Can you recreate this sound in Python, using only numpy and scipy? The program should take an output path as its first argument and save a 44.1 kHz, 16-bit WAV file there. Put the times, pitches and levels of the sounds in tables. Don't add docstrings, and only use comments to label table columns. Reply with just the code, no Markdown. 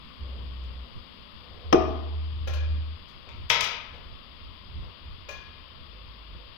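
import sys
import numpy as np
from scipy import signal
from scipy.fft import rfft, irfft, next_fast_len
from scipy.io import wavfile
from scipy.ndimage import map_coordinates

SR = 44100
rng = np.random.default_rng(int(sys.argv[2]) if len(sys.argv) > 2 else 0)


def bounce(signal):
    frames = np.transpose(np.atleast_2d(signal))
    limited = np.clip(frames, -1, 1)
    pcm = np.round(limited * 32767).astype(np.int16)
    wavfile.write(sys.argv[1], SR, pcm)


N = 289729


def amp(db):
    return 10 ** (np.asarray(db) / 20)


def unit(x):
    return x / np.sqrt(np.mean(x ** 2) + 1e-20)


def along(points, hz):
    point_hz, value = np.transpose(points)
    return np.interp(np.log(hz + 1), np.log(point_hz + 1), value)


def filtered(x, response):
    n = x.shape[-1]
    padded = next_fast_len(n + 8192)
    spectrum = rfft(x, padded) * response(np.fft.rfftfreq(padded, 1 / SR))
    return irfft(spectrum, padded)[..., :n]


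def noise(colour, size):
    return unit(filtered(rng.standard_normal(size), lambda hz: amp(along(colour, hz))))


def tilted(x, slope_db):
    return filtered(x, lambda hz: amp(slope_db * np.log2(np.clip(hz, 300, 8000) / 1500)))


def add(track, s, x):
    part = track[round(s * SR):][:len(x)]
    part += x[:len(part)]


def held(s, length_s, attack_s, release_s):
    t = np.arange(N) / SR - s
    return np.clip(t / attack_s, 0, 1) * np.clip(1 - (t - length_s) / release_s, 0, 1)


def garage(x, wet_db, lag_s, build_s):
    # hz, t60_s
    room_decay = [(100, 1), (400, 0.83), (1000, 1), (2500, 0.73), (5000, 0.55), (8000, 0.18), (14000, .24)]
    hz, t, grains = signal.stft(rng.standard_normal((2, SR)), SR, nperseg=256)
    decay = amp(-60 * t / along(room_decay, hz)[:, None])
    build_up = 1 - np.exp(-t / build_s)
    tail = signal.istft(grains * decay * build_up, SR, nperseg=256)[1]
    tail = tail / np.linalg.norm(tail[0])
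    echo = signal.fftconvolve(x[None], tail, axes=1)[:, :N]
    direct = np.array([x, np.roll(x, round(lag_s * SR))])
    return direct + amp(wet_db) * echo


def background(air_db, hiss_db, hiss_right_db):
    # hz, level_db per Hz
    air_colour = [(60, -2), (200, -9), (340, -13), (670, -11), (800, -28.5), (1150, -11), (1500, -29.5),
                  (2500, -36), (4000, -41), (6000, -47.5)]
    drone_colour = [(60, -28.5), (140, -3.5), (230, 3), (300, -9), (600, -45)]
    hiss_colour = [(200, -6), (550, -4), (780, -8), (1100, 4), (1550, -7), (2400, -3.5), (2950, 1.5),
                   (3400, 3), (4100, -6), (4800, -2), (5300, -14), (5800, -45), (10000, -44), (11600, -33),
                   (15500, -38)]
    drone_db, fade_db_per_s = -55.5, 1.5
    drone = amp(drone_db - fade_db_per_s * np.arange(N) / SR) * noise(drone_colour, (2, N))
    hiss = amp(hiss_db) * noise(hiss_colour, (2, N)) * amp([[0], [hiss_right_db]])
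    return amp(air_db) * noise(air_colour, (2, N)) + drone + hiss


def rumble(hum_strength, apart_db, lumps_db):
    # start_s, length_s, level_db before the lumps
    bumps = [(0.95, .015, -39.5), (3.265, 0.2, -42), (3.612, 0.04, -49), (3.853, .31, -47),
             (4.647, 0.246, -45.5), (5.008, 0.12, -47), (5.24, 0.026, -53), (5.564, 0.071, -50)]
    # hz, level_db per Hz
    low_colour = [(15, -6.5), (33, -6.5), (50, -3), (78, 0), (105, -10), (200, -22), (400, -29),
                  (1000, -74.5)]
    floor_db = -51
    with_hum_db, grows = -24, 0.56
    power = amp(floor_db) ** 2 + (amp(with_hum_db) * hum_strength ** grows) ** 2
    for s, length_s, level_db in bumps:
        bump = amp(level_db) * held(s, length_s, attack_s=0.012, release_s=0.038)
        power = power + bump ** 2
    lumps = map_coordinates(rng.standard_normal(N // 100), [np.arange(N) * 14 / SR])
    shared = noise(low_colour, N)
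    low = unit(shared + amp(apart_db) * noise(low_colour, (2, N)))
    return low * np.sqrt(power) * amp(lumps_db * lumps)


def hum():
    # start_s, length_s, pitch_hz, glide_hz_per_s, rms level_db, delay_s to the right side
    hums = [(.19, 0.636, 65.7, -6, -38, 0), (1.641, 1.29, 76.04, -0.3, -29.5, .0027),
            (5.88, 0.57, 53.34, 2, -48.5, -0.00087)]
    # time_s, level_db
    waver_points = [(1.64, -6.5), (1.83, -2.5), (2.03, -4.5), (2.2, 0.5), (2.37, -3.5), (2.55, 2.5),
                    (2.72, 3.5), (2.93, -6.5)]
    tone, strength, t = np.zeros((2, N)), np.zeros(N), np.arange(N) / SR
    waver = amp(np.interp(t, *np.transpose(waver_points)))
    longest_s = max(row[1] for row in hums)
    for s, length_s, start_hz, glide, level_db, lag_s in hums:
        level = amp(level_db) * held(s, length_s, attack_s=0.022, release_s=0.044)
        if length_s == longest_s:
            level = level * waver
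        age = np.array([t, t - lag_s]) - s
        cycles = (start_hz + glide * age / 2) * age
        tone += level * np.sqrt(2) * np.sin(2 * np.pi * cycles)
        strength += level
    return tone, strength


def scuffs():
    # start_s, relative level_db, length_s (peak at a third), bright_db_per_octave
    rubs = [(0.197, -59, 0.28, -2), (0.553, -64, 0.52, -1.5), (0.634, -62, 0.015, 15),
            (0.926, -58, 0.018, 8), (1.364, -54, 0.92, 1), (3.078, -61, 0.038, 15), (3.266, -51, 0.025, 0),
            (3.931, -45, 0.047, 5), (4.33, -68.5, 0.026, 9.5), (4.78, -54, 0.17, 4),
            (5.916, -67.5, 0.072, -5.5), (6.332, -55, 0.037, 4), (6.382, -60.5, 0.043, -3)]
    # hz, level_db per Hz
    rub_colour = [(100, -17.5), (500, 14.5), (900, 2), (2400, -10), (4500, -15), (8000, -49.5),
                  (15000, -54)]
    track, t = np.zeros(N), np.arange(SR // 2) / SR
    for s, level_db, length_s, bright_db in rubs:
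        u = 3 * t / length_s
        swell = u * np.exp(1 - u)
        add(track, s, amp(level_db) * swell * tilted(noise(rub_colour, len(t)), bright_db))
    return garage(track, wet_db=-4.5, lag_s=0, build_s=0.0068)


def clatter(contacts, colour, level_db, t60_s, attack_s):
    track, t = np.zeros(N), np.arange(SR // 5) / SR
    for s, contact_db, _, bright_db in contacts:
        burst = tilted(noise(colour, len(t)), bright_db)
        fade = amp(contact_db + level_db - 60 * t / t60_s) * (1 - np.exp(-t / attack_s))
        add(track, s, fade * burst)
    return track


def ringing(contacts, modes, level_db, flutter_hz, attack_s):
    track, t = np.zeros((2, N)), np.arange(N) / SR
    knots = np.arange(0, N / SR, 1 / flutter_hz)
    ring_t = t[:SR]
    for hz, mode_db, t60_s in modes:
        energy = np.zeros(N)
        fade = amp(-60 * ring_t / t60_s) * (1 - np.exp(-ring_t / attack_s))
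        for s, contact_db, ring_db, bright_db in contacts:
            hardness_db = bright_db * np.log2(hz / 1500) / 2
            start_db = contact_db + ring_db + hardness_db + mode_db + level_db
            add(energy, s, (amp(start_db) * fade) ** 2)
        live = np.flatnonzero(energy)
        phase = rng.random()
        for side in track:
            wander = rng.standard_normal(len(knots)) + 1j * rng.standard_normal(len(knots))
            flutter = np.interp(t[live], knots, 1 + 0.35 * wander)
            carrier = np.exp(2j * np.pi * (hz * t[live] + phase + rng.random() / np.pi))
            side[live] += np.sqrt(energy[live]) * np.real(flutter * carrier)
    return track


def thump(contacts, pitch_hz, t60_s, level_db):
    track, t = np.zeros(N), np.arange(SR // 4) / SR
    cycles = (1 - np.exp(-t / 0.002)) * np.sin(2 * np.pi * pitch_hz * t)
    for s, contact_db, ring_db, _ in contacts:
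        add(track, s, amp(contact_db + ring_db + level_db - 60 * t / t60_s) * cycles)
    return track


def taps():
    # start_s, relative level_db, ring_db against that, bright_db_per_octave
    touches = [(2.473, -35.5, -5.5, -1), (2.534, -41, 0, 1), (5.287, -39, 3, -0.5), (5.308, -50.5, -5, 1.5),
               (5.345, -57.5, 0, -1)]
    # hz, level_db per Hz
    crack = [(100, -59), (520, 9.5), (850, -2), (1600, 2), (2200, -0.5), (2700, 1.5), (4500, -3),
             (6500, -4.5), (8000, -22), (15000, -19.5)]
    # hz, relative level_db, t60_s
    modes = [(558, -2, 0.2), (612, -4, 0.24), (1060, -2.5, 0.68), (2427, -0.5, 0.83), (2443, 0.5, 0.79),
             (2930, -11, 0.54), (4370, -12, .45), (6200, -7, 0.2), (9100, -36, .35)]
    slow_mode = [(1683, 8, 0.57)]
    dense = clatter(touches, crack, level_db=6.5, t60_s=0.088, attack_s=0.0024)
    sound = garage(dense, wet_db=-0.5, lag_s=-0.0023, build_s=0.0052)
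    sound += ringing(touches, modes, level_db=-4.5, flutter_hz=34.5, attack_s=0.002)
    sound += ringing(touches, slow_mode, level_db=-5, flutter_hz=34.4, attack_s=0.083)
    return sound


def clank():
    # start_s, relative level_db, ring_db against that, bright_db_per_octave
    knocks = [(3.289, -36, -5.5, -2.5), (3.4965, -48.5, -15, 16), (3.5003, -9, -3.5, 1.5),
              (3.504, -10.5, -24, -5.5), (3.513, -36.5, -9, 11), (3.529, -34.5, -14, 1.5),
              (3.607, -16.5, -11, 4), (3.642, -24, -16, 5), (3.717, -37.5, 10.5, 2)]
    # hz, level_db per Hz
    crack = [(60, -23.5), (180, -21), (300, -26.5), (480, -8), (820, -5.5), (1100, -8.5), (1400, -2.5),
             (1750, -6.5), (2400, 5.5), (2800, 0.5), (3500, 1), (4200, -8.5), (5000, -5.5), (7000, -18.5),
             (8200, -29.5), (15000, -33)]
    # hz, relative level_db, t60_s
    modes = [(479, -3, .4), (655, -7, .55), (931, 4, .55), (1281, -8, .3), (1480, -6, .3), (2279, -1, .5),
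             (2363, -4, .6), (2436, 1, .6), (2514, 2, .55), (2638, -4, .5), (2837, -6, .6), (3490, -4, .4),
             (3700, -5, .45), (4942, -7, .5)]
    dense = clatter(knocks, crack, level_db=2.06, t60_s=0.034, attack_s=0.0012)
    sound = garage(dense, wet_db=-0.5, lag_s=-0.0012, build_s=0.01)
    sound += ringing(knocks, modes, level_db=-18.0, flutter_hz=39.56, attack_s=0.00058)
    return sound


def thunk():
    # start_s, relative level_db, ring_db against that, bright_db_per_octave
    knocks = [(1.7264, -7.5, -16, 0.5), (1.73, -10.5, 1.5, -5.5), (1.7443, -16, 3, -8)]
    # hz, level_db per Hz
    crack = [(60, -35.5), (170, -34), (320, -5), (560, -7.5), (710, 0.5), (900, -18), (1220, -5),
             (1600, -23), (2400, -16), (3100, -15.5), (4300, -27), (5400, -18), (6200, -29.5),
             (7800, -49.5), (15000, -47)]
    # hz, relative level_db, t60_s
    modes = [(326, -1.5, 0.28), (370, -4.5, 0.61), (405.5, -3, 0.29), (476, -8, .3), (522, -13.5, .3),
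             (633, -8.5, 0.65), (649, -4.5, 0.55), (728, -4, 0.49), (806, -11, 0.32), (1155, -11, 0.76),
             (1227, -2.5, 0.54), (2455, -11.5, 0.34), (3230, -19, 0.11), (5500, -20, .11)]
    dense = clatter(knocks, crack, level_db=3.0, t60_s=0.034, attack_s=0.0011)
    sound = garage(dense, wet_db=-10, lag_s=0.00058, build_s=0.0018)
    push = thump(knocks, pitch_hz=350, t60_s=0.04, level_db=8)
    sound += garage(push, wet_db=-17, lag_s=0.0005, build_s=0.008)
    sound += ringing(knocks, modes, level_db=-14, flutter_hz=40.1, attack_s=0.0014)
    return sound


def scene():
    # hz, level_db
    shade = [(100, -10.5), (500, -2), (1000, -7), (2000, -9), (3300, -17.5), (5000, -23.5), (7000, -43),
             (10000, -14), (14000, -8)]
    left, right = thunk() + clank() + taps() + scuffs()
    right = filtered(right, lambda hz: amp(along(shade, hz)))
    tone, strength = hum()
    low = tone + rumble(strength, apart_db=7.5, lumps_db=4)
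    return np.array([left, right]) + low + background(air_db=-59.5, hiss_db=-47.0, hiss_right_db=-43.5)


def record(dry):
    top_hz = 15820
    rounded = dry / (1 + np.abs(dry / 0.9) ** 8) ** (1 / 8)
    return filtered(rounded, lambda hz: hz < top_hz)


dry = scene()
out = record(dry)
bounce(out)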